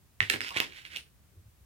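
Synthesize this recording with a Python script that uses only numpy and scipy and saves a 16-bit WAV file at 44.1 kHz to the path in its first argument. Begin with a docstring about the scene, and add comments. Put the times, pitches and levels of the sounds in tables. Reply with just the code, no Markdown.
"""Small tools on a table

Hard tools clack down close by and a little to the right: heavily damped pulses with quick early echoes.
Some blows excite the modes of thin steel and of the table top, which thuds. Among the clacks, yarn and
needle rustle through the fingers by stick-slip friction; at the end the hand softly bumps the table.
A small room reflects the clacks and the rustle, over a low rumble and faint hiss."""
import sys
import numpy as np
from scipy import signal
from scipy.fft import rfft, irfft
from scipy.io import wavfile
from scipy.ndimage import uniform_filter1d

SR = 44100
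rng = np.random.default_rng(int(sys.argv[2]) if len(sys.argv) > 2 else 0)


def inscribe(sig):
    """Save sig as 16-bit PCM at rate SR to the path in sys.argv[1].

    A 1-D sig is mono; a 2-D sig holds one channel per row.
    Samples are clipped to [-1, 1] before scaling.
    """
    pcm = np.round(np.clip(np.atleast_2d(sig).T, -1, 1) * 32767)
    wavfile.write(sys.argv[1], SR, pcm.astype(np.int16))


N = 72765
T = np.arange(N) / SR
HZ = np.fft.rfftfreq(N, 1 / SR)

# background spectrum (frequency [Hz], relative level [dB])
BACKGROUND_SPECTRUM = [(20, -61), (35, -7.5), (59, -6), (84, -4), (140, -11), (277, -23.5), (754, -29),
                       (2000, -31.5), (4490, -35), (16000, -34.5)]
# left-right likeness of the background (frequency [Hz], correlation [0-1])
BACKGROUND_CORRELATION = [(100, 0.65), (400, 0.34), (1500, 0.16), (12000, 0.033)]
# tool clacks and their quick early echoes
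# (time [s], relative level [dB], centre [Hz], treble [dB], bass [dB])
CLACKS_AND_ECHOES = [(.2050, 4.5, 2070, -12, -6), (0.2224, -18.5, 2900, -7.5, 2),
                     (0.2276, -13, 2520, -2, 6.5), (0.2992, -3.5, 2500, 7.5, -4),
                     (0.3014, 0.5, 2174, 4, -4.5), (0.318, -15.5, 2300, -2, 6),
                     (0.3232, -13.5, 2485, -2.5, 8), (0.3376, -9.5, 2300, 0, 8),
                     (0.3412, -13, 2324, 2.5, 20), (0.3603, -14, 2300, -11, 13.5),
                     (0.4067, -7.5, 2045, -3, -2.5), (0.4155, -13.5, 2150, -1.5, 0.5),
                     (0.447, -17, 2200, 2.5, 1.5), (.4695, -24, 2900, 2, -5), (0.483, -21, 3000, 4, -10),
                     (0.4905, -24, 3000, 8, 0), (0.5065, -22, 2760, 5, 8), (.5252, -25, 2387, 5, 14),
                     (.543, -23, 2300, 1, 6), (0.5646, -12.5, 2400, 3.5, 18.5),
                     (0.5709, -7, 2600, -2.5, -3.5), (0.6024, -2, 2600, 2, 9),
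                     (0.7226, -25.5, 2500, -10, -12), (0.8519, -22.5, 2430, -1.5, -10),
                     (0.9592, -21, 2900, -1, -2), (0.9624, -14.5, 2950, 1, 1), (0.9698, -19, 2745, 6, 4.5),
                     (0.9719, -27, 2600, 5, 11)]
# spectrum of a clack (frequency over centre [ratio], level [dB])
CLACK_SPECTRUM = [(.3, -18.5), (.5, -16), (.75, -1), (1, 3.5), (1.35, -5.5), (1.8, -10), (2.6, -19),
                  (4, -23.5), (7, -35)]
# shading at the left microphone (frequency [Hz], gain [dB])
LEFT_SHADOW = [(200, -2.5), (1000, -4), (2000, -13), (2800, -5), (4500, -5), (8500, -39.5), (14000, -5.5)]
# reverberation time (frequency [Hz], t60 [s])
ROOM_DECAY = [(100, 0.35), (300, 0.42), (800, .21), (2200, 0.16), (5000, 0.21), (13000, 0.15)]
# colour of the reverberation (frequency [Hz], gain [dB])
ROOM_RESPONSE = [(150, -2), (900, -3), (2000, -3.5), (3200, -3), (6000, -2), (13000, 2)]
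# blows that shake the table (time [s], level [dB], gain of the upper modes [dB])
TABLE_BLOWS = [(0.206, -30, -10), (0.299, -47.5, 13.5), (0.334, -37, 3.5), (0.406, -48, 7),
               (0.562, -48.5, 6)]
# modes of the table top (frequency [Hz], level [dB], t60 [s])
TABLE_MODES = [(104, 2, .17), (118, -7, .13), (158, -9, .14), (255, -4, .15), (312, -8, .12),
               (391, -3, .15), (500, -8, .1)]
# rubbing of yarn and needle (time [s], relative level [dB])
RUB_ENVELOPE = [(.21, -39.5), (.29, -49), (.33, -37.5), (.39, -56.5), (.43, -41.5), (.485, -40),
                (.505, -70.5), (.55, -42.5), (.574, -27), (.595, -41.5), (.64, -40), (.68, -53),
                (.715, -53.5), (.785, -47), (.845, -58), (.855, -45), (.895, -56.5), (.92, -46),
                (.965, -45.5), (1.03, -66.5), (1.09, -71.5)]
# colour of the rubbing (frequency [Hz], level [dB])
RUB_SPECTRUM = [(30, -33.5), (120, -16.5), (300, -16.5), (700, -22.5), (1200, -12), (1600, -4.5), (2200, 0),
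                (3100, -3.5), (4500, -12), (6500, -19), (10000, -23.5), (16000, -35.5)]
# modes of the thin steel and of the needle (frequency [Hz], level [dB], t60 [s])
STEEL_MODES = [(4932, -1, .2), (7790, -8, .14), (8655, 4, .115), (11280, -14, .15), (13280, -1.5, .14),
               (14770, -13, .14)]
NEEDLE_MODES = [(5140, -2, .14), (9141, -4.5, .27), (9981, 1, .12), (14730, 6, .085)]
# blows on the steel and on the needle (time [s], level [dB], place along the length [0-1])
STEEL_STRIKES = [(.2990, -42, .1), (.3410, -47, .3), (.4065, -48, .44)]
NEEDLE_TOUCHES = [(.8630, -60, .5), (.9615, -48, .28)]
# steel sliding, then scraping on the table (time [s], level [dB])
SLIDE_ENVELOPE = [(.403, -73.5), (.415, -40.5), (.45, -48), (.485, -46), (.505, -61)]
SCRAPE_ENVELOPE = [(.47, -81), (.515, -41), (.545, -54.5), (.57, -40), (.63, -42), (.68, -111)]
# resonances of the snap (centre [Hz], half-width [Hz], level [dB])
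SNAP_PEAKS = [(12800, 900, 1), (15100, 900, -2)]
# nudges of the hand (time [s], duration [s], level [dB], pitch [Hz])
HAND_BUMPS = [(1.315, 0.16, -67.5, 335.5), (1.361, 0.084, -47, 84.1), (1.452, 0.072, -51, 78.5),
              (1.588, 0.085, -55.5, 69.5)]


def amp(db):
    """Amplitude grows tenfold every 20 dB."""
    return 10 ** (np.asarray(db) / 20)


def unit(x):
    """Normalisation to rms 1."""
    return x / np.sqrt(np.mean(x ** 2) + 1e-20)


def read(points, hz):
    """Interpolation on a log-frequency axis."""
    f, value = np.transpose(points)
    return np.interp(np.log(hz + 0.00104), np.log(f), value)


def envelope(points):
    """Gain interpolated in decibels, silent outside the points."""
    return amp(np.interp(T, *np.transpose(points), left=-200, right=-200))


def peak(hz, centre_hz, width_hz):
    """A resonance curve in dB, 6 dB down at width_hz from its centre."""
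    return -20 * np.log10(1 + ((hz - centre_hz) / width_hz) ** 2)


def add(mix, s, sound):
    """Superposition: a sound joins the mix at time s."""
    part = mix[max(round(s * SR), 0):][:len(sound)]
    part += sound[:len(part)]


def impulse(db):
    """Minimum phase: the causal pulse that has this spectrum."""
    log_gain = np.log(amp(np.maximum(np.r_[db, db[-2:0:-1]], -100)))
    return np.fft.ifft(np.exp(np.conj(signal.hilbert(log_gain)))).real


def background(level_db=-61.5):
    """Correlation falls with frequency: a fairly central rumble lies under a wide hiss."""
    left, independent = rfft(rng.standard_normal((2, N)))
    correlation = read(BACKGROUND_CORRELATION, HZ)
    right = correlation * left + np.sqrt(1 - correlation ** 2) * independent
    return amp(level_db) * unit(irfft(np.array([left, right]) * amp(read(BACKGROUND_SPECTRUM, HZ)), N))


def clacks(gain_db=16, treble_hz=4250, bass_hz=1080, graze_db=-24, graze_s=.0012):
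    """Heavy damping: each clack or early echo is one pulse.
    Hard contact adds treble, a heavy blow bass; pulses below graze_db mostly smear into a graze."""
    out, hz, t = np.zeros(N), np.linspace(1, SR / 2, 1025), T[:1024]
    low_cut = 10 * np.log10(1 + (80 / hz) ** 2)
    for s, db, centre_hz, treble_db, bass_db in CLACKS_AND_ECHOES:
        treble = treble_db / (1 + (treble_hz / hz) ** 4)
        bass = bass_db / (1 + (hz / bass_hz) ** 4)
        colour = read(CLACK_SPECTRUM, hz / centre_hz) + treble + bass - low_cut
        pulse = amp(gain_db + db) * impulse(colour)
        scatter = rng.standard_normal(len(t)) * amp(-60 * t / .011) * (t > .0005)  # t60 of 11 ms
        graze = rng.standard_normal(len(t)) * t * np.exp(-2 * t / graze_s)
        clean_share = 1 / (1 + amp(graze_db - db) ** 2)
        force = np.sqrt(clean_share) * (t == 0) + np.sqrt(1 - clean_share) * graze / np.linalg.norm(graze)
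        add(out, s, signal.fftconvolve(pulse, force + amp(-8) * scatter / np.linalg.norm(scatter)))
    return out


def direct_path(x, lag_s=0.000297):
    """Path difference and shadowing: sound from the right reaches the left later and weaker."""
    left = rfft(x) * amp(read(LEFT_SHADOW, HZ)) * np.exp(-2j * np.pi * HZ * lag_s)
    return np.array([irfft(left, N), x])


def table_thuds(rise_s=0.011, knock_hz=200):
    """Free vibration: the low modes of the struck table top swell, then decay exponentially."""
    out, t = np.zeros(N), T[:SR // 2]
    for s, thud_db, knock_db in TABLE_BLOWS:
        ring = np.zeros(len(t))
        for hz, db, t60 in TABLE_MODES:
            decay = amp(db + knock_db * (hz > knock_hz) - 60 * t / t60)
            ring += decay * np.sin(2 * np.pi * hz * rng.uniform(0.97, 1.02) * t)
        add(out, s, amp(thud_db) * (1 - np.exp(-t / rise_s)) * ring)
    return out


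def stick_slip(colour_db, slips_per_s=4000, spread_db=3.5):
    """Stick-slip friction: surfaces catch and release in dense, tiny clicks of uneven size."""
    size = amp(spread_db * np.minimum(rng.exponential(1, N), 4)) * rng.choice([-1, 1], N)
    clicks = size * (rng.random(N) < slips_per_s / SR)
    return unit(irfft(rfft(clicks) * amp(colour_db), N))


def yarn_rub(gain_db=1.5):
    """Friction of yarn and needle against the fingers makes a broadband rustle."""
    return amp(gain_db) * envelope(RUB_ENVELOPE) * stick_slip(read(RUB_SPECTRUM, HZ))


def room(x, gain_db=-6.5, gap_s=0.0051, reflections_per_s=4000):
    """Reverberation: sparse reflections die away, each band at its own rate."""
    t = T[:SR // 2]
    taps = rng.standard_normal((2, len(t))) * (t > gap_s)
    taps *= rng.random((2, len(t))) < reflections_per_s / SR
    hz, age, bands = signal.stft(taps, SR, nperseg=256)
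    decay = amp(-60 * age / read(ROOM_DECAY, hz)[:, None])
    tail = signal.istft(bands * decay, SR, nperseg=256)[1][:, :len(t)]
    response = amp(gain_db) * tail / np.linalg.norm(tail, axis=1, keepdims=True)
    coloured = irfft(rfft(x) * amp(read(ROOM_RESPONSE, HZ)), N)
    balance = amp([[0.5], [0]])  # left slightly louder
    return signal.fftconvolve(coloured[None], response, axes=1)[:, :N] * balance


def wall_echo(x, delay_s=.0089, gain_db=-12, cutoff_hz=3000):
    """Early reflection: a nearby surface returns one dull, delayed copy."""
    delayed = rfft(x) * np.exp(-2j * np.pi * HZ * delay_s)
    return amp(gain_db) * irfft(delayed / (1 + (HZ / cutoff_hz) ** 4), N)


def metal_ring(modes, blows, split_hz=24, twin_db=-5):
    """Beating: each mode of thin metal has a slightly higher twin; one struck at a node stays silent."""
    out, t = np.zeros(N), T[:SR // 2]
    for s, blow_db, place in blows:
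        for k, (hz, db, t60) in enumerate(modes, 1):
            phase, twin_phase, spread = rng.random(3)
            mode = np.sin(2 * np.pi * (hz * t + phase))
            twin = amp(twin_db) * np.sin(2 * np.pi * ((hz + split_hz * (1 + spread)) * t + twin_phase))
            coupling = np.sin(np.pi * k * place)
            add(out, s, coupling * amp(blow_db + db - 60 * t / t60) * (mode + twin))
    return out


def steel_slide():
    """Friction drives a high resonance of sliding steel into a fuzzy ring."""
    return envelope(SLIDE_ENVELOPE) * stick_slip(peak(HZ, centre_hz=5070, width_hz=360))


def table_scrape():
    """Friction along the table drives a lower resonance: a brief, dull scrape."""
    return envelope(SCRAPE_ENVELOPE) * stick_slip(peak(HZ, centre_hz=1070, width_hz=210))


def snap(time_s=.6024):
    """Broad resonances decay fast: one hard blow carries a dry, very bright snap."""
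    out, hz = np.zeros(N), np.linspace(1, SR / 2, 1025)
    peaks = [db + peak(hz, centre_hz, width_hz) for centre_hz, width_hz, db in SNAP_PEAKS]
    add(out, time_s, impulse(np.max(peaks, axis=0)))
    return out


def hand_bumps(waver=0.24):
    """Soft contact excites only low frequencies: the hand nudges the table in short, wavering swells."""
    out = np.zeros(N)
    for s, length, db, hz in HAND_BUMPS:
        t = T[:int(length * SR)]
        drift = unit(uniform_filter1d(rng.standard_normal(N), size=300))[:len(t)]
        swell = np.sin(np.pi * np.sqrt(t / length)) ** 2
        phase = 2 * np.pi * np.cumsum(hz * (1 + waver * drift)) / SR
        add(out, s, amp(db) * swell * np.sin(phase))
    return out


def scene():
    """Superposition: blows and rustle, from different spots, reverberate apart; thuds and bumps are mono."""
    blows = clacks() + metal_ring(STEEL_MODES, STEEL_STRIKES) + metal_ring(NEEDLE_MODES, NEEDLE_TOUCHES)
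    rustle = yarn_rub() + steel_slide() + table_scrape()
    near = direct_path(blows + wall_echo(blows) + snap() + rustle)
    return near + room(blows) + room(rustle) + table_thuds() + hand_bumps() + background()


def record(dry, low_hz=44.7, high_hz=16200):
    """Band limiting: the microphone drops the deepest bass, and a low-pass the highest treble."""
    high_pass = signal.butter(N=4, Wn=low_hz, btype="high", fs=SR, output="sos")
    low_pass = signal.firwin(511, high_hz, window=("kaiser", 9), fs=SR)
    return signal.oaconvolve(signal.sosfilt(high_pass, dry), low_pass[None], "same")


dry = scene()
out = record(dry)
inscribe(out)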